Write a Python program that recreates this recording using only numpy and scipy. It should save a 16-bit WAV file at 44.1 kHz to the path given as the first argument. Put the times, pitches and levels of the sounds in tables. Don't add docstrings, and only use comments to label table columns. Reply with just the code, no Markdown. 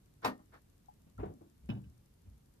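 import sys
import numpy as np
from scipy import signal
from scipy.fft import rfft, irfft
from scipy.io import wavfile

SR = 44100
rng = np.random.default_rng(int(sys.argv[2]) if len(sys.argv) > 2 else 0)


def wav_out(sig):
    wavfile.write(sys.argv[1], SR, np.round(np.clip(np.atleast_2d(sig).T, -1, 1) * 32767).astype(np.int16))


N = 114660
TIME = np.arange(N) / SR
BAND_EDGES_HZ = 22 * 2 ** (np.arange(29) / 2.98)

# frequency in Hz, relative strength in dB.
NIGHT_SPECTRUM = [(25, -3.5), (60, -0.5), (107, -2), (200, -8), (301, -13), (632, -25.5), (1440, -29.5),
                  (2310, -33), (6000, -34.5), (14000, -35)]
# frequency in Hz, likeness from 0 (unrelated) to 1 (the same).
NIGHT_LIKENESS = [(60, 0.96), (150, 1), (370, 0), (900, 0), (14000, 0)]
CAR_LIKENESS = [(100, 1), (250, 0.86), (500, 0.78), (1200, 0.35), (4000, 0.12), (12000, 0.14)]
# frequency in Hz, left level minus right level in dB.
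NIGHT_LEAN = [(200, 0), (900, 1.5), (3600, -1.5), (14000, 2.5)]
CAR_LEAN = [(150, 0), (400, 0.5), (800, 5), (1500, 1.5), (2700, -6.5), (5500, -1), (8500, 2), (11000, 15.5)]

# start in seconds, level in dB.
BUMPS = [(1.000, -63), (1.065, -59), (1.635, -59.5), (2.26, -62), (2.311, -68)]
# frequency in Hz, relative strength in dB.
BUMP_SPECTRUM = [(60, -8.5), (110, 0.5), (200, 2.5), (320, -13.5), (800, -19), (1500, -36.5), (2600, -29.5),
                 (5000, -47)]
# time of the peak in seconds, level in dB, pitch in Hz, fade time in seconds.
SWAYS = [(1.21, -38.5, 59, 0.027), (1.206, -43, 98.7, 0.029), (1.295, -45.5, 88.5, 0.022),
         (1.666, -49, 64.4, 0.05), (1.784, -57, 67, 0.074), (1.886, -49.5, 73, 0.03),
         (2.286, -50, 91.7, 0.026), (2.319, -53, 59.5, 0.062)]
# start in seconds, level in dB.
PLINKS = [(0.884, -49)]
# pitch in Hz, relative level in dB, ring time in seconds.
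PLINK_MODES = [(752, 0, 0.078), (843, -1, 0.11), (897, -6.5, 0.047), (984, -8.5, 0.08)]

# start in seconds, noise level in dB, ring level in dB, Hz above which the noise is dulled.
OPENING_KNOCKS = [(1.186, -42.5, -55, 1000), (1.196, -43.5, -50, 3500), (1.2315, -38.5, -35.5, 1300),
                  (1.254, -48.5, -59, 1800), (1.296, -50.5, -56, 450), (1.410, -55.5, -65, 987)]
SHUTTING_KNOCKS = [(1.690, -35.5, -35, 2900), (1.717, -42.5, -43.5, 1000), (1.762, -50, -41.5, 1200),
                   (1.856, -52.5, -72, 200)]
# start in seconds, level in dB.
HANDLE_PINGS = [(1.18, -53)]
STAY_DROPS = [(1.410, -52.5), (1.460, -64)]
CATCH_SNAPS = [(1.690, -56), (1.7, -50.5), (1.750, -68), (1.772, -72.5), (1.839, -75)]
# pitch in Hz, relative level in dB, ring time in seconds.
HANDLE_MODES = [(1300, -2, 0.077), (1370, -0.65, .1)]
LATCH_MODES = [(184, -9.5, 0.085), (268, -12.5, 0.27), (405.4, 4, 0.075), (467, 3.5, 0.057),
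               (600, -21.5, 0.46), (740, -10, 0.22)]
STAY_MODES = [(199, -15, 0.16), (298.5, -5, 0.21), (338.4, 2, 0.17), (607, -12, .14)]
PANEL_MODES = [(116.3, -3.5, 0.5), (139.6, -8, 0.37), (193.6, -3, 0.23), (237.7, -4.5, .17),
               (304.2, -10.5, 0.23), (453, -21.5, 0.24), (853, -20, 0.068)]
CATCH_MODES = [(1567, -4, 0.19), (1720, -10, 0.11), (2595, 6.5, 0.057), (2867, 1, 0.081), (2970, 0, 0.11),
               (3620, -17, 0.1), (3800, -19, 0.19), (5180, -12, 0.068), (5300, -18, 0.049)]
# frequency in Hz, relative strength in dB.
OPENING_SPECTRUM = [(50, -9), (100, -0.5), (200, 2), (400, -3.5), (800, -8.5), (1400, -18), (2000, -22),
                    (2800, -23.5), (3800, -60), (6000, -35), (12000, -36)]
SHUTTING_SPECTRUM = [(50, -17), (120, 5.5), (250, 3), (400, -14), (800, -12.5), (1600, -28), (2200, -38),
                     (5000, -31), (12000, -43)]
CATCH_SPECTRUM = [(800, -9), (1600, 4), (2150, -14), (2800, 10), (3700, -5), (4400, -30), (5400, -21),
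                  (7000, -33), (14000, -18)]
# frequency in Hz, ring time in seconds.
BUMP_RING_TIMES = [(100, 0.34), (2000, 0.18)]
CATCH_RING_TIMES = [(1500, 0.14), (8000, 0.05)]
DOOR_RING_TIMES = [(80, 0.27), (300, 0.32), (1000, 0.21), (4000, 0.18)]
LOCK_RING_TIMES = [(200, 0.32), (700, 0.17), (1500, 0.13), (4000, 0.15), (12000, 0.09)]

# start in seconds, rise in seconds, fall in seconds, level in dB.
MOTOR_RUNS = [(0.218, 0.024, 0.048, -44), (0.511, 0.033, 0.066, -56.5)]
# frequency in Hz, relative strength in dB.
MOTOR_SPECTRUM = [(150, -6), (350, 2.5), (800, 1), (1100, 0), (1800, -1), (2500, -17.5), (5000, -19),
                  (7000, -47), (14000, -38)]
LOCK_SPECTRUM = [(60, -27), (120, -14.5), (230, -8.5), (400, -6.5), (600, -5), (1000, -2.5), (1400, -8),
                 (1900, -11.5), (3000, -24.5), (4000, -22), (5500, -27.5), (7000, -27.5), (9000, -31),
                 (12000, -30.5), (14000, -25)]
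# start in seconds, noise level in dB, ring level in dB, Hz above which the noise is dulled.
BOLT_KNOCKS = [(0.2458, -30.5, -38.5, 7000), (0.2500, -32, -34, 9000), (0.2565, -34.5, -42, 14000),
               (0.2677, -44, -53, 16000), (0.2750, -39.5, -43, 20000), (0.2880, -59, -57, 20000),
               (0.2969, -50, -56.5, 12000), (0.390, -63.5, -69.5, 1500)]
# start in seconds, level in dB.
METAL_SNAPS = [(0.2471, -39)]
SKIN_BOOMS = [(0.251, -41.5), (0.2692, -36), (0.289, -48), (0.391, -56.5)]
# pitch in Hz, relative level in dB, ring time in seconds.
BOLT_MODES = [(380.7, -1, 0.14), (615, -1.5, 0.19), (728.8, -6.5, 0.17), (820, -4, .15), (982.3, -6.5, .15),
              (1200, -19, 0.073), (1214.5, -9.5, 0.2), (1320, -7, 0.15), (1468, -11, 0.1), (1837, -8, 0.18)]
METAL_MODES = [(822, 2, 0.11), (986, 9, 0.1), (1022, 6.5, .1), (2110, -10, 0.09), (2575, -1, 0.091),
               (2704, -8, 0.12), (3576, -4.5, .09), (3810, -5, .09), (4020, -6.5, .1), (4694, -13, 0.075),
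               (5400, 0.5, 0.023), (5590, -4, 0.032), (7046, -9.5, .05)]
SKIN_MODES = [(100, -18.5, .25), (196, -4, 0.23), (228.6, -6, 0.24), (258.8, -1, 0.26), (311.5, -5.5, .24)]
# frequency in Hz, lag in radians (6.28 is one cycle).
LOCK_LAG = [(50, .1), (180, .55), (350, 1.4), (700, 1.7), (1400, 1.8), (2800, 2.4), (5600, 1.1),
            (12000, 1.5)]


def from_db(db):
    return 10 ** (np.asarray(db) / 20)


def at_hz(table, hz):
    row_hz, values = np.transpose(table)
    return np.interp(np.log(hz), np.log(row_hz), values)


def clicks(times, sizes):
    return np.bincount((np.asarray(times) * SR).astype(int), sizes, N)[:N] + 1e-18


def lean(table, hz):
    return from_db(at_hz(table, hz) * np.array([[.5], [-.5]]))


def noise_bands(spectrum, likeness=CAR_LIKENESS, balance=CAR_LEAN):
    low, high = BAND_EDGES_HZ[:-1], BAND_EDGES_HZ[1:]
    centres = np.sqrt(low * high)
    power = from_db(at_hz(spectrum, centres)) ** 2 * (high - low)
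    white = rng.standard_normal((2, 2, N + SR // 10))
    for k, hz in enumerate(centres):
        band_filter = signal.butter(2, [low[k], high[k]], "band", fs=SR, output="sos")
        pair = signal.sosfilt(band_filter, white[k % 2])[:, -N:]
        shared, side = pair / pair.std() * np.sqrt(power[k] / power.sum() / 2)
        alike = np.clip(at_hz(likeness, hz), -1, 1)
        stereo = np.sqrt(1 + alike) * shared + np.sqrt(1 - alike) * side * [[1], [-1]]
        yield hz, stereo * lean(balance, hz)


def rattle(times, db, spectrum, ring_times, attack_s, bright_hz=np.inf):
    out, rise = 0, np.exp(-1 / (attack_s * SR))
    for hz, band in noise_bands(spectrum):
        blows = clicks(times, from_db(db) ** 2 / (1 + (hz / bright_hz) ** 4))
        decay = np.exp(-2 * np.log(1000) / (at_hz(ring_times, hz) * SR))
        energy = signal.lfilter([1], [1, -decay], blows)
        softened = signal.lfilter([1 - rise], [1, -rise], energy)
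        out = out + band * np.sqrt(softened)
    return out


def ring(times, db, modes):
    out, luck_db = 0, rng.standard_normal((len(times), len(modes)))
    for k, (hz, mode_db, ring_s) in enumerate(modes):
        decay = np.exp(-np.log(1000) / (ring_s * SR))
        turn = 2 * np.pi * hz / SR
        blows = clicks(times, from_db(db + mode_db + luck_db[:, k]))
        tone = signal.lfilter([0, np.sin(turn)], [1, -2 * decay * np.cos(turn), decay ** 2], blows)
        out = out + (-1) ** k * lean(CAR_LEAN, hz) * tone
    return out


def knocks(blows, modes, spectrum, ring_times, attack_s):
    times, noise_db, ring_db, bright_hz = np.transpose(blows)
    tones = ring(times, ring_db, modes)
    return tones + rattle(times, noise_db, spectrum, ring_times, attack_s, bright_hz)


def night_air(level_db=-64):
    bands = noise_bands(NIGHT_SPECTRUM, NIGHT_LIKENESS, NIGHT_LEAN)
    return from_db(level_db) * sum(band for hz, band in bands)


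def electrical_ticks(first_s=0.06, every_s=0.08, ramp_s=0.0024, level_db=-61.5, spread_db=0.5):
    loudness = 0
    for peak_s in np.arange(first_s, TIME[-1], every_s):
        triangle = np.maximum(1 - np.abs(TIME - peak_s) / ramp_s, 0)
        loudness = loudness + from_db(level_db + spread_db * rng.standard_normal()) * triangle
    treble = signal.butter(1, [5500, 13000], "band", fs=SR, output="sos")
    return signal.sosfilt(treble, loudness * rng.standard_normal(N) + 1e-18) * [[1], [0]]


def body_bumps():
    return rattle(*np.transpose(BUMPS), BUMP_SPECTRUM, BUMP_RING_TIMES, attack_s=0.0045)


def body_sways():
    out = 0
    for peak_s, db, hz, fade_s in SWAYS:
        swell = np.exp(-((TIME - peak_s) / fade_s) ** 2)
        out = out + from_db(db) * swell * np.cos(2 * np.pi * hz * (TIME - peak_s))
    return out


def plink():
    return ring(*np.transpose(PLINKS), PLINK_MODES)


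def door_opening():
    latch = knocks(OPENING_KNOCKS, LATCH_MODES, OPENING_SPECTRUM, DOOR_RING_TIMES, attack_s=0.0013)
    handle = ring(*np.transpose(HANDLE_PINGS), HANDLE_MODES)
    stay = ring(*np.transpose(STAY_DROPS), STAY_MODES)
    return latch + handle + stay


def door_shutting(catch_ring_db=-2, catch_noise_db=-4):
    boom = knocks(SHUTTING_KNOCKS, PANEL_MODES, SHUTTING_SPECTRUM, DOOR_RING_TIMES, attack_s=0.00048)
    times, db = np.transpose(CATCH_SNAPS)
    click = rattle(times, db + catch_noise_db, CATCH_SPECTRUM, CATCH_RING_TIMES, attack_s=0.002)
    return boom + click + ring(times, db + catch_ring_db, CATCH_MODES)


def lock_motors():
    loudness = 0
    for start, rise, fall, db in MOTOR_RUNS:
        speed = np.interp(TIME, [start, start + rise, start + rise + fall], [0, 1, 0])
        loudness = loudness + from_db(db) * speed ** 1.35
    return loudness * sum(band for hz, band in noise_bands(MOTOR_SPECTRUM))


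def lock_bolts():
    clack = knocks(BOLT_KNOCKS, BOLT_MODES, LOCK_SPECTRUM, LOCK_RING_TIMES, attack_s=0.00084)
    snap = ring(*np.transpose(METAL_SNAPS), METAL_MODES)
    boom = ring(*np.transpose(SKIN_BOOMS), SKIN_MODES)
    return clack + snap + boom


def locks():
    left, right = lock_bolts() + lock_motors()
    hz = np.maximum(np.fft.rfftfreq(N, 1 / SR), 1)
    lag = np.exp(-1j * at_hz(LOCK_LAG, hz))
    return np.array([left, irfft(rfft(right) * lag, N)])


def scene(door_lag_s=0.000557):
    left, right = door_opening() + door_shutting() + body_sways() + body_bumps() + plink()
    door = np.array([left, np.interp(TIME - door_lag_s, TIME, right)])
    return night_air() + door + locks()


def record(dry, bass_cut_hz=30, treble_cut_hz=14250):
    bass_cut = signal.butter(1, bass_cut_hz, "high", fs=SR, output="sos")
    treble_cut = signal.ellip(10, .2, 70, treble_cut_hz, fs=SR, output="sos")
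    thinned = signal.sosfilt(bass_cut, dry)
    return signal.sosfilt(treble_cut, thinned + electrical_ticks())


dry = scene()
out = record(dry)
wav_out(out)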